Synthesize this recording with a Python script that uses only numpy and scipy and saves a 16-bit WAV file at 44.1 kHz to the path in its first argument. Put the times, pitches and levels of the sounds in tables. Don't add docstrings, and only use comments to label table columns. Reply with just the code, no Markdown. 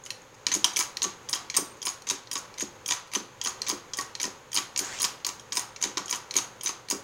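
import sys
import numpy as np
from scipy import signal
from scipy.fft import rfft, irfft, next_fast_len
from scipy.io import wavfile
from scipy.ndimage import uniform_filter1d

SR = 44100
rng = np.random.default_rng(int(sys.argv[2]) if len(sys.argv) > 2 else 0)


def dump(signal):
    limited = np.clip(np.atleast_2d(signal).T, -1, 1)
    pcm = np.round(limited * 32767).astype(np.int16)
    wavfile.write(sys.argv[1], SR, pcm)


N = 310111


def gain_of(db):
    return 10 ** (np.asarray(db) / 20)


def evened(x):
    return x / np.sqrt(np.mean(x ** 2) + 1e-20)


def read(points, hz):
    f, value = np.transpose(points)
    return np.interp(np.log(hz + 1), np.log(f + 1), value)


def coloured(x, points):
    size = next_fast_len(N)
    weight = gain_of(read(points, np.fft.rfftfreq(size, 1 / SR)))
    return evened(irfft(rfft(x, size) * weight)[:N])


def blows(s, size):
    train = np.zeros(N, complex)
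    np.add.at(train, np.clip(np.round(s * SR).astype(int), 0, N - 1), size)
    return train


def ring(train, hz, t60, rise_s):
    turn = 2j * np.pi * hz
    rise = rise_s * SR
    force = signal.lfilter([1 / (1 + rise)], [1, -np.exp(turn / SR) / (1 + 1 / rise)], train)
    return signal.lfilter([1], [1, -np.exp((turn - np.log(1000) / t60) / SR)], force).real


def bounced(s, spread_s, loss_db, count):
    late = np.cumsum(rng.random((len(s), count)), 1) * spread_s
    late[:, 0] = 0
    fade_db = -loss_db * np.arange(count) * (0.32 + rng.random((len(s), count)))
    return (s[:, None] + late).ravel(), gain_of(fade_db).ravel()


AIR_DB = -51
# (frequency [Hz], relative level per Hz [dB])
AIR_COLOUR = [(20, -9), (85, -2.5), (118, 6.5), (150, -1), (300, -3), (530, 4.5), (670, -7), (820, 0.5),
              (1300, -3.5), (3300, -11.5), (5500, -17.5), (6500, -10.5), (8200, -24), (15800, -30)]


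def air(swell_db=1.2):
    slow = uniform_filter1d(rng.standard_normal(N), size=6000)
    swell = evened(uniform_filter1d(slow, size=6000))
    return gain_of(AIR_DB + swell_db * swell) * coloured(rng.standard_normal(N), AIR_COLOUR)


# (frequency [Hz], time to fall 60 dB [s])
ROOM_DECAY = [(150, 0.39), (400, 0.5), (1040, 0.52), (2760, 0.29), (7280, .3), (14000, 0.28)]


def room(x):
    taps = np.zeros((3, SR // 2))
    at = np.arange(340, SR // 2 - 20, 20) + rng.integers(0, 20, (3, 1085))
    np.put_along_axis(taps, at, rng.choice([-1., 1.], at.shape), 1)
    hz, t, bands = signal.stft(taps, SR, nperseg=256)
    decay = gain_of(-60 * t / read(ROOM_DECAY, hz)[:, None])
    tails = signal.istft(bands * decay, SR, nperseg=256)[1]
    phase = np.arange(N) / 3000 + np.arange(3)[:, None] / 3
    turn = np.sqrt(2 / 3) * np.cos(np.pi * phase)
    return signal.fftconvolve(x * turn, tails / np.linalg.norm(tails[0]), axes=1)[:, :N].sum(0)


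# (time [s], level [dB], resonance [Hz])
HANDLE_DRAG = [(4.76, -71, 1200), (4.8, -44, 1310), (4.86, -42, 1600), (4.93, -42, 1850),
               (4.99, -42.5, 2670), (5.05, -64, 3200)]
# (frequency [Hz], relative level per Hz [dB])
DRAG_COLOUR = [(300, -2), (800, 10.5), (2000, 5.5), (6500, 8.5), (7500, 10), (11000, -22), (15500, -44)]


def slide(width_hz=500):
    s, db, hz = np.transpose(HANDLE_DRAG)
    t = np.arange(N) / SR
    grains = rng.standard_normal(N) * (rng.random(N) < 9000 / SR)
    turn = np.exp(2j * np.pi * np.cumsum(np.interp(t, s, hz)) / SR)
    smooth = signal.lfilter([1], [1, -np.exp(-np.pi * width_hz / SR)], grains / turn)
    tone = evened((turn * smooth).real)
    level = gain_of(np.interp(t, s, db, -120, -120))
    return level * (coloured(grains, DRAG_COLOUR) + gain_of(-5) * tone)


# (time [s], level before the mode levels [dB])
FRAME_THUDS = [(0.488, -39), (0.553, -25.5), (0.642, -40), (1.055, -27), (1.586, -24.5), (1.817, -60),
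               (2.115, -29), (2.362, -44), (2.625, -26.5), (3.165, -26), (3.722, -27), (3.991, -50),
               (4.252, -28.5), (4.578, -39), (4.808, -34), (5.854, -30), (5.97, -29), (6.356, -31),
               (6.652, -41.5), (6.927, -25.5)]
# (frequency [Hz], level [dB], time to fall 60 dB [s])
FRAME_MODES = [(205.3, -11.5, 0.081), (292, -5, 0.07), (355.3, -13.5, 0.15), (390.6, -3.5, 0.042),
               (540, -2, 0.011)]


def frame(rebounds=3):
    thud_s, thud_db = np.transpose(FRAME_THUDS)
    s, fade = bounced(thud_s, spread_s=.02, loss_db=7.5, count=rebounds)
    size = fade * np.repeat(gain_of(thud_db), rebounds)
    knock_s, _, handle_db = knocks().T[:3]
    s = np.r_[s, knock_s]
    size = np.r_[size, gain_of(handle_db - 12)]
    chance = rng.standard_normal((len(s), 2, len(FRAME_MODES)))
    uneven = gain_of(1.15 * chance[:, 0]) * np.exp(2j * np.pi * chance[:, 1])
    size = size[:, None] * uneven
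    return sum(gain_of(db) * ring(blows(s, size[:, m]), hz, t60, 0.0022)
               for m, (hz, db, t60) in enumerate(FRAME_MODES))


# (time [s], level [dB], treble against the usual [dB])
TOP_SLACK = [(0.6434, -2, 4), (0.7614, -12.5, -1), (1.2885, -21, -6), (1.8177, -24.5, -7), (1.8273, -21, 9),
             (2.3137, -15.5, 7), (2.8606, -18.5, 7), (2.8889, -15.5, 2), (3.4141, -15, -5),
             (3.4456, -26, -1), (3.4487, -17.5, -6), (3.935, -15, -6), (4.5176, -27, 4), (4.5303, -20, 8),
             (4.9885, -25, -1), (5.0052, -19, -1), (5.3963, -31.5, 4), (5.5219, -13.5, -9),
             (5.5323, -30, -6), (6.081, -23.5, 3), (6.0945, -20, -1), (6.6103, -24, 1)]
BOTTOM_SLACK = [(0.1047, -17, 9), (0.4668, -5, -2), (0.9698, -14.5, 3), (1.0196, -9, 2), (1.4997, -16.5, 2),
                (2.0207, -31, 7), (2.2722, -30.5, -4), (2.5408, -32, 5), (3.6177, -12, 2),
                (3.6744, -19, -4), (4.152, -19.5, 2), (4.1996, -15, 4), (4.7615, -13.5, -1),
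                (5.0105, -17.5, -1), (5.2473, -11.5, 2), (5.7617, -23, -4), (6.3095, -19, 3),
                (6.34, -18, 10), (6.886, -24.5, 7)]
LINK_TAPS = [(0.0615, -21.5, 0), (0.4845, -18, -3), (0.5163, -6, -9), (1.5421, -15, -6), (1.5474, -12, -5),
             (2.0692, -19.5, -7), (2.0722, -17, -5), (2.5775, -27, -11), (2.5822, -18, -5),
             (2.6073, -14, 1), (3.0727, -34.5, -1), (3.116, -26, -5), (3.127, -24, -13), (3.1354, -13.5, 8),
             (3.6653, -16, -14), (4.2051, -15.5, -5), (5.201, -36, -10), (5.8086, -30, -3),
             (5.8138, -16, 0), (6.3549, -11, -2)]
PIN_RATTLES = [(0.0378, -33, 1), (0.0525, -30, 2.5), (0.218, -41, 5), (0.344, -34.5, -6), (0.5397, -6, 2.5),
               (0.5495, -7.5, 0), (0.734, -25, 0), (0.8254, -16, 2), (1.0289, -10, -0.5), (1.347, -19.5, 3),
               (1.7688, -38, -3), (1.8895, -16, 3), (2.0881, -11.5, -7), (2.377, -15, 0), (2.3857, -26, 8),
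               (2.5976, -20, -1), (2.6153, -17, -7), (2.6195, -13, -6), (2.8175, -57, -4), (2.903, -12, -6),
               (2.9344, -18, 3), (3.4822, -18, 1), (3.4914, -21, 2), (4.01, -13.5, 1), (4.2144, -15, 1),
               (4.23, -9, 3), (4.5537, -12.5, -8), (4.7755, -10.5, 6), (4.791, -5, 1.5), (4.8469, -19, -7),
               (5.0294, -8, -7), (5.528, -12, -1), (5.5938, -13, 3), (5.8257, -7, -4.5), (6.0584, -23, -2),
               (6.11, -9.5, -1.5), (6.159, -22, 8), (6.3659, -3, 2.5), (6.6795, -20, 7), (6.9003, -11, 8.5)]
# (time [s], level [dB], treble against the usual [dB], pitch [Hz])
SMALL_CHINKS = [(0.79, -3.5, -6, 9700), (1.2937, -17.5, 3, 9700), (1.5657, -3.5, 1.5, 8530),
                (1.8524, -13, 1.5, 9590), (2.33, -15, -1, 9640), (2.879, -17, 2, 9600),
                (3.4382, -19.5, 2, 9660), (3.684, -9.5, -5, 11000), (3.9706, -17.5, -3, 9660),
                (4.5434, -11.5, 4.5, 9300), (4.9995, -14, -5, 10600), (5.018, -9.5, 3.5, 9700),
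                (5.0227, -23, -8, 9610), (5.2657, -8, -7, 12000), (5.5424, -33, 6, 8400),
                (5.553, -14.5, -1, 8300), (6.0997, -19, 2, 9550), (6.6335, -20, 3.5, 9600),
                (6.6413, -17.5, -1, 9600), (6.91, -3, -13, 9800)]
# (time [s], level [dB], treble [dB], weight [dB], low pitch [Hz], high pitch [Hz])
HANDLE_CLACKS = [(0.6441, -14, -16, 3.5, 2950, 6500), (0.7679, -8.5, 8, -11.5, 2200, 6090),
                 (0.8059, -14, -14, -4.5, 2250, 5400), (1.0407, -11.5, -4, -1.5, 3200, 6500),
                 (1.3295, -10, -2, -5, 4700, 5400), (1.3551, -19.5, 1, 2, 3230, 5070),
                 (1.5726, -17, -6, -3, 1900, 6300), (1.8687, -11.5, -5, -2.5, 3120, 5200),
                 (2.0993, -10, 0, -7, 3800, 6140), (2.355, -13, -6, -1.5, 3520, 5000),
                 (2.9085, -8.5, -3.5, -4, 3430, 6060), (3.1506, -10.5, 0, -4.5, 2930, 6280),
                 (3.4593, -14.5, -6, 1, 4800, 5800), (3.471, -14.5, -3, -0.5, 4680, 6360),
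                 (3.6985, -11.5, -2, -1.5, 4870, 6550), (3.9871, -12.5, 1, 0.5, 1890, 4890),
                 (4.2405, -14, -6, -1.5, 2560, 5250), (4.563, -9, 0, -6.5, 4600, 5220),
                 (4.5728, -7.5, 2, -4.5, 3830, 6600), (5.0422, -9.5, -3, -4.5, 4950, 5600),
                 (5.0472, -8.5, -1, -8.5, 4040, 5190), (5.2889, -17.5, 0, -0.5, 2810, 5890),
                 (5.5702, -7.5, 6, -2.5, 3900, 5260), (5.8387, -9, 0, -5, 3890, 6170),
                 (5.9718, -11.5, -5, 0.5, 4080, 5500), (6.1266, -11.5, -2, -0.5, 3040, 5860),
                 (6.1476, -22, 3, 1, 2750, 6200), (6.3749, -12, -3, -4.5, 4430, 6300),
                 (6.3859, -12.5, 0, -1.5, 4440, 5840), (6.6598, -12, -5, -10.5, 2370, 6050),
                 (6.6908, -16.5, -1, 2.5, 4800, 6370)]
# (pin [dB], handle [dB], link [dB], bright ring [dB], cleanness [dB])
TOP_PARTS = (-3.5, -21, -9, -19, 2.5)
BOTTOM_PARTS = (-6, -21.5, -7.5, -24, 5)
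LINK_PARTS = (-11.5, -20.5, -12.5, -20, -2.5)
PIN_PARTS = (-6.5, -24.5, -19, -18.5, 0.5)
CHINK_PARTS = (-9, -21, -20, -12.5, -2.5)
CLACK_PARTS = (-5.5, -10.5, -9, -18.5, -2)
# (low [Hz], high [Hz])
TOP_PITCHES = (3200, 5650)
BOTTOM_PITCHES = (4216, 5630)
LINK_PITCHES = (2080, 6060)
PIN_PITCHES = (4370, 6685)
CHINK_EXTRA_HZ = 15640


def knocks():
    plain = [(TOP_SLACK, TOP_PARTS, TOP_PITCHES), (BOTTOM_SLACK, BOTTOM_PARTS, BOTTOM_PITCHES),
             (LINK_TAPS, LINK_PARTS, LINK_PITCHES), (PIN_RATTLES, PIN_PARTS, PIN_PITCHES)]
    rows = [(s, db, share, treble_db, 0, *hz)
            for table, share, hz in plain for s, db, treble_db in table]
    rows += [(s, db, CHINK_PARTS, treble_db, 0, CHINK_EXTRA_HZ, hz)
             for s, db, treble_db, hz in SMALL_CHINKS]
    rows += [(s, db, CLACK_PARTS, *rest) for s, db, *rest in HANDLE_CLACKS]
    return np.array([(s, *np.add(share, [db, db + weight_db, db, db + treble_db, 0]), *hz)
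                     for s, db, share, treble_db, weight_db, *hz in rows])


def pings(s, hz, size, t60=0.014, rise_s=0.0002):
    t = np.arange(1500) / SR
    tones = np.sin(2 * np.pi * (hz[:, None] * t + rng.random((len(s), 1))))
    shape = gain_of(-60 * t / t60) * (1 - np.exp(-t / rise_s))
    at = np.round(s * SR).astype(int)[:, None] + np.arange(len(t))
    out = np.zeros(N + len(t))
    np.add.at(out, at, size[:, None] * tones * shape)
    return out[:N]


def grain(depth_db):
    lumps = evened(uniform_filter1d(rng.standard_normal(N), size=60))
    return evened(gain_of(depth_db * lumps))


PART_LIMITS = [700, 1500, 4800, 7900, 15800]
PART_RISE = [0.0046, 0.00078, 0.0011, 0.0014]
# (frequency [Hz], relative level [dB], time to fall 60 dB [s])
STEEL_MODES = [(985, 12, 0.023), (1131.5, 0, 0.068), (1265, -7.5, 0.064), (1890, 3, 0.024),
               (2329, 5.5, 0.017), (2684, -1, 0.028), (2990, 1, 0.025), (3230, 7.5, 0.014),
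               (3783, 11, 0.011), (4190, 3, 0.014), (4680, 5, 0.013), (5020, -51, 0.005), (4970, 22, 0.007),
               (5990, 11.5, 0.006), (6180, 5.5, 0.06), (6620, 19, 0.0077), (6446, 2, 0.02),
               (7320, -2.5, 0.016), (6740, 7, 0.025), (8670, -1.5, 0.034), (9280, -5, 0.01),
               (9600, 2, 0.027), (10320, 4.5, 0.0089), (12030, -1, 0.0043), (13300, -16, .035),
               (14900, -12, 0.018)]


def steel_ring(s, part_gain, low_hz, high_hz, favour_db=13.0, scatter_db=6.5, seat_shift=0.0079):
    hz, db, t60 = np.transpose(STEEL_MODES)
    part = np.searchsorted(PART_LIMITS, hz) - 1
    near = sum(np.exp(-(np.log(f[:, None] / hz) / 0.04) ** 2) for f in (low_hz, high_hz))
    chance = rng.standard_normal((len(s), 3, len(hz)))
    share = gain_of(db + favour_db * near + scatter_db * chance[:, 0])
    for k in range(len(PART_RISE)):
        share[:, part == k] /= np.linalg.norm(share[:, part == k], axis=1, keepdims=True)
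    size = share * part_gain[part].T * np.exp(2j * np.pi * chance[:, 1])
    seat = np.sign(chance[:, 2])
    out = np.zeros(N)
    for m in range(len(hz)):
        for way in (-1, 1):
            train = blows(s, size[:, m] * (seat[:, m] == way))
            out += ring(train, hz[m] * (1 + way * seat_shift), t60[m], PART_RISE[part[m]])
    return out


CRACK_LEVEL = [-16.5, -9.5, -10, -7]
GRAIN_DEPTH = [1.5, 2.5, 3, 4.5]
# (level [dB]), then (time to fall 60 dB [s])
SHIVER_LEVEL = [-23, -25.5, -25, -22]
SHIVER_DECAY = [0.52, 0.42, 0.21, 0.2]
# (frequency [Hz], relative level per Hz [dB])
GRIT_COLOUR = [(700, 4), (6500, 6.5), (9500, -2.5), (12000, -4), (15800, -14)]


def contact_noise(s, part_gain, clean_db, crack_t60=0.018):
    out = np.zeros(N)
    for k in range(len(CRACK_LEVEL)):
        band = signal.butter(N=4, Wn=PART_LIMITS[k:k + 2], btype="band", fs=SR, output="sos")
        grit = coloured(signal.sosfilt(band, rng.standard_normal(N)), GRIT_COLOUR)
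        energy = blows(s, (part_gain[k] * gain_of(-clean_db / 2)) ** 2)
        crack = gain_of(2 * CRACK_LEVEL[k]) * ring(energy, 0, crack_t60 / 2, PART_RISE[k])
        shiver = gain_of(2 * SHIVER_LEVEL[k]) * ring(energy, 0, SHIVER_DECAY[k] / 2, 0.00074)
        out += grit * grain(GRAIN_DEPTH[k]) * np.sqrt(abs(crack + shiver))
    return out


def linkage(ping_db=-3.5, rebounds=3):
    rows = knocks()
    _, pin_db, handle_db, link_db, bright_db, clean_db, low_hz, high_hz = np.repeat(rows, rebounds, axis=0).T
    s, fade = bounced(rows.T[0], spread_s=.007, loss_db=11, count=rebounds)
    fade = fade * gain_of(-2 * clean_db * (fade < 1))
    part_gain = gain_of([handle_db, link_db, pin_db, bright_db]) * fade
    _, link, pin, bright = part_gain
    out = steel_ring(s, part_gain, low_hz, high_hz)
    out += gain_of(ping_db) * pings(s, low_hz, link * gain_of(clean_db))
    out += gain_of(ping_db) * pings(s, high_hz, np.where(high_hz > PART_LIMITS[3], bright, pin))
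    return out + contact_noise(s, part_gain, clean_db)


def scene():
    jack = linkage() + frame() + slide()
    room_db = -11
    return (jack + gain_of(room_db) * room(jack) + air())[None]


PORT_HZ, PORT_WIDTH_HZ, PORT_DB = 6550, 300, -3
EDGE_HZ = 16200


def record(dry):
    port = signal.lfilter(*signal.iirpeak(PORT_HZ, PORT_HZ / PORT_WIDTH_HZ, SR), dry)
    heard = dry + gain_of(PORT_DB) * port
    lowpass = signal.firwin(511, EDGE_HZ, window=("kaiser", 9), fs=SR)
    return signal.oaconvolve(heard, lowpass[None], "same")


dry = scene()
out = record(dry)
dump(out)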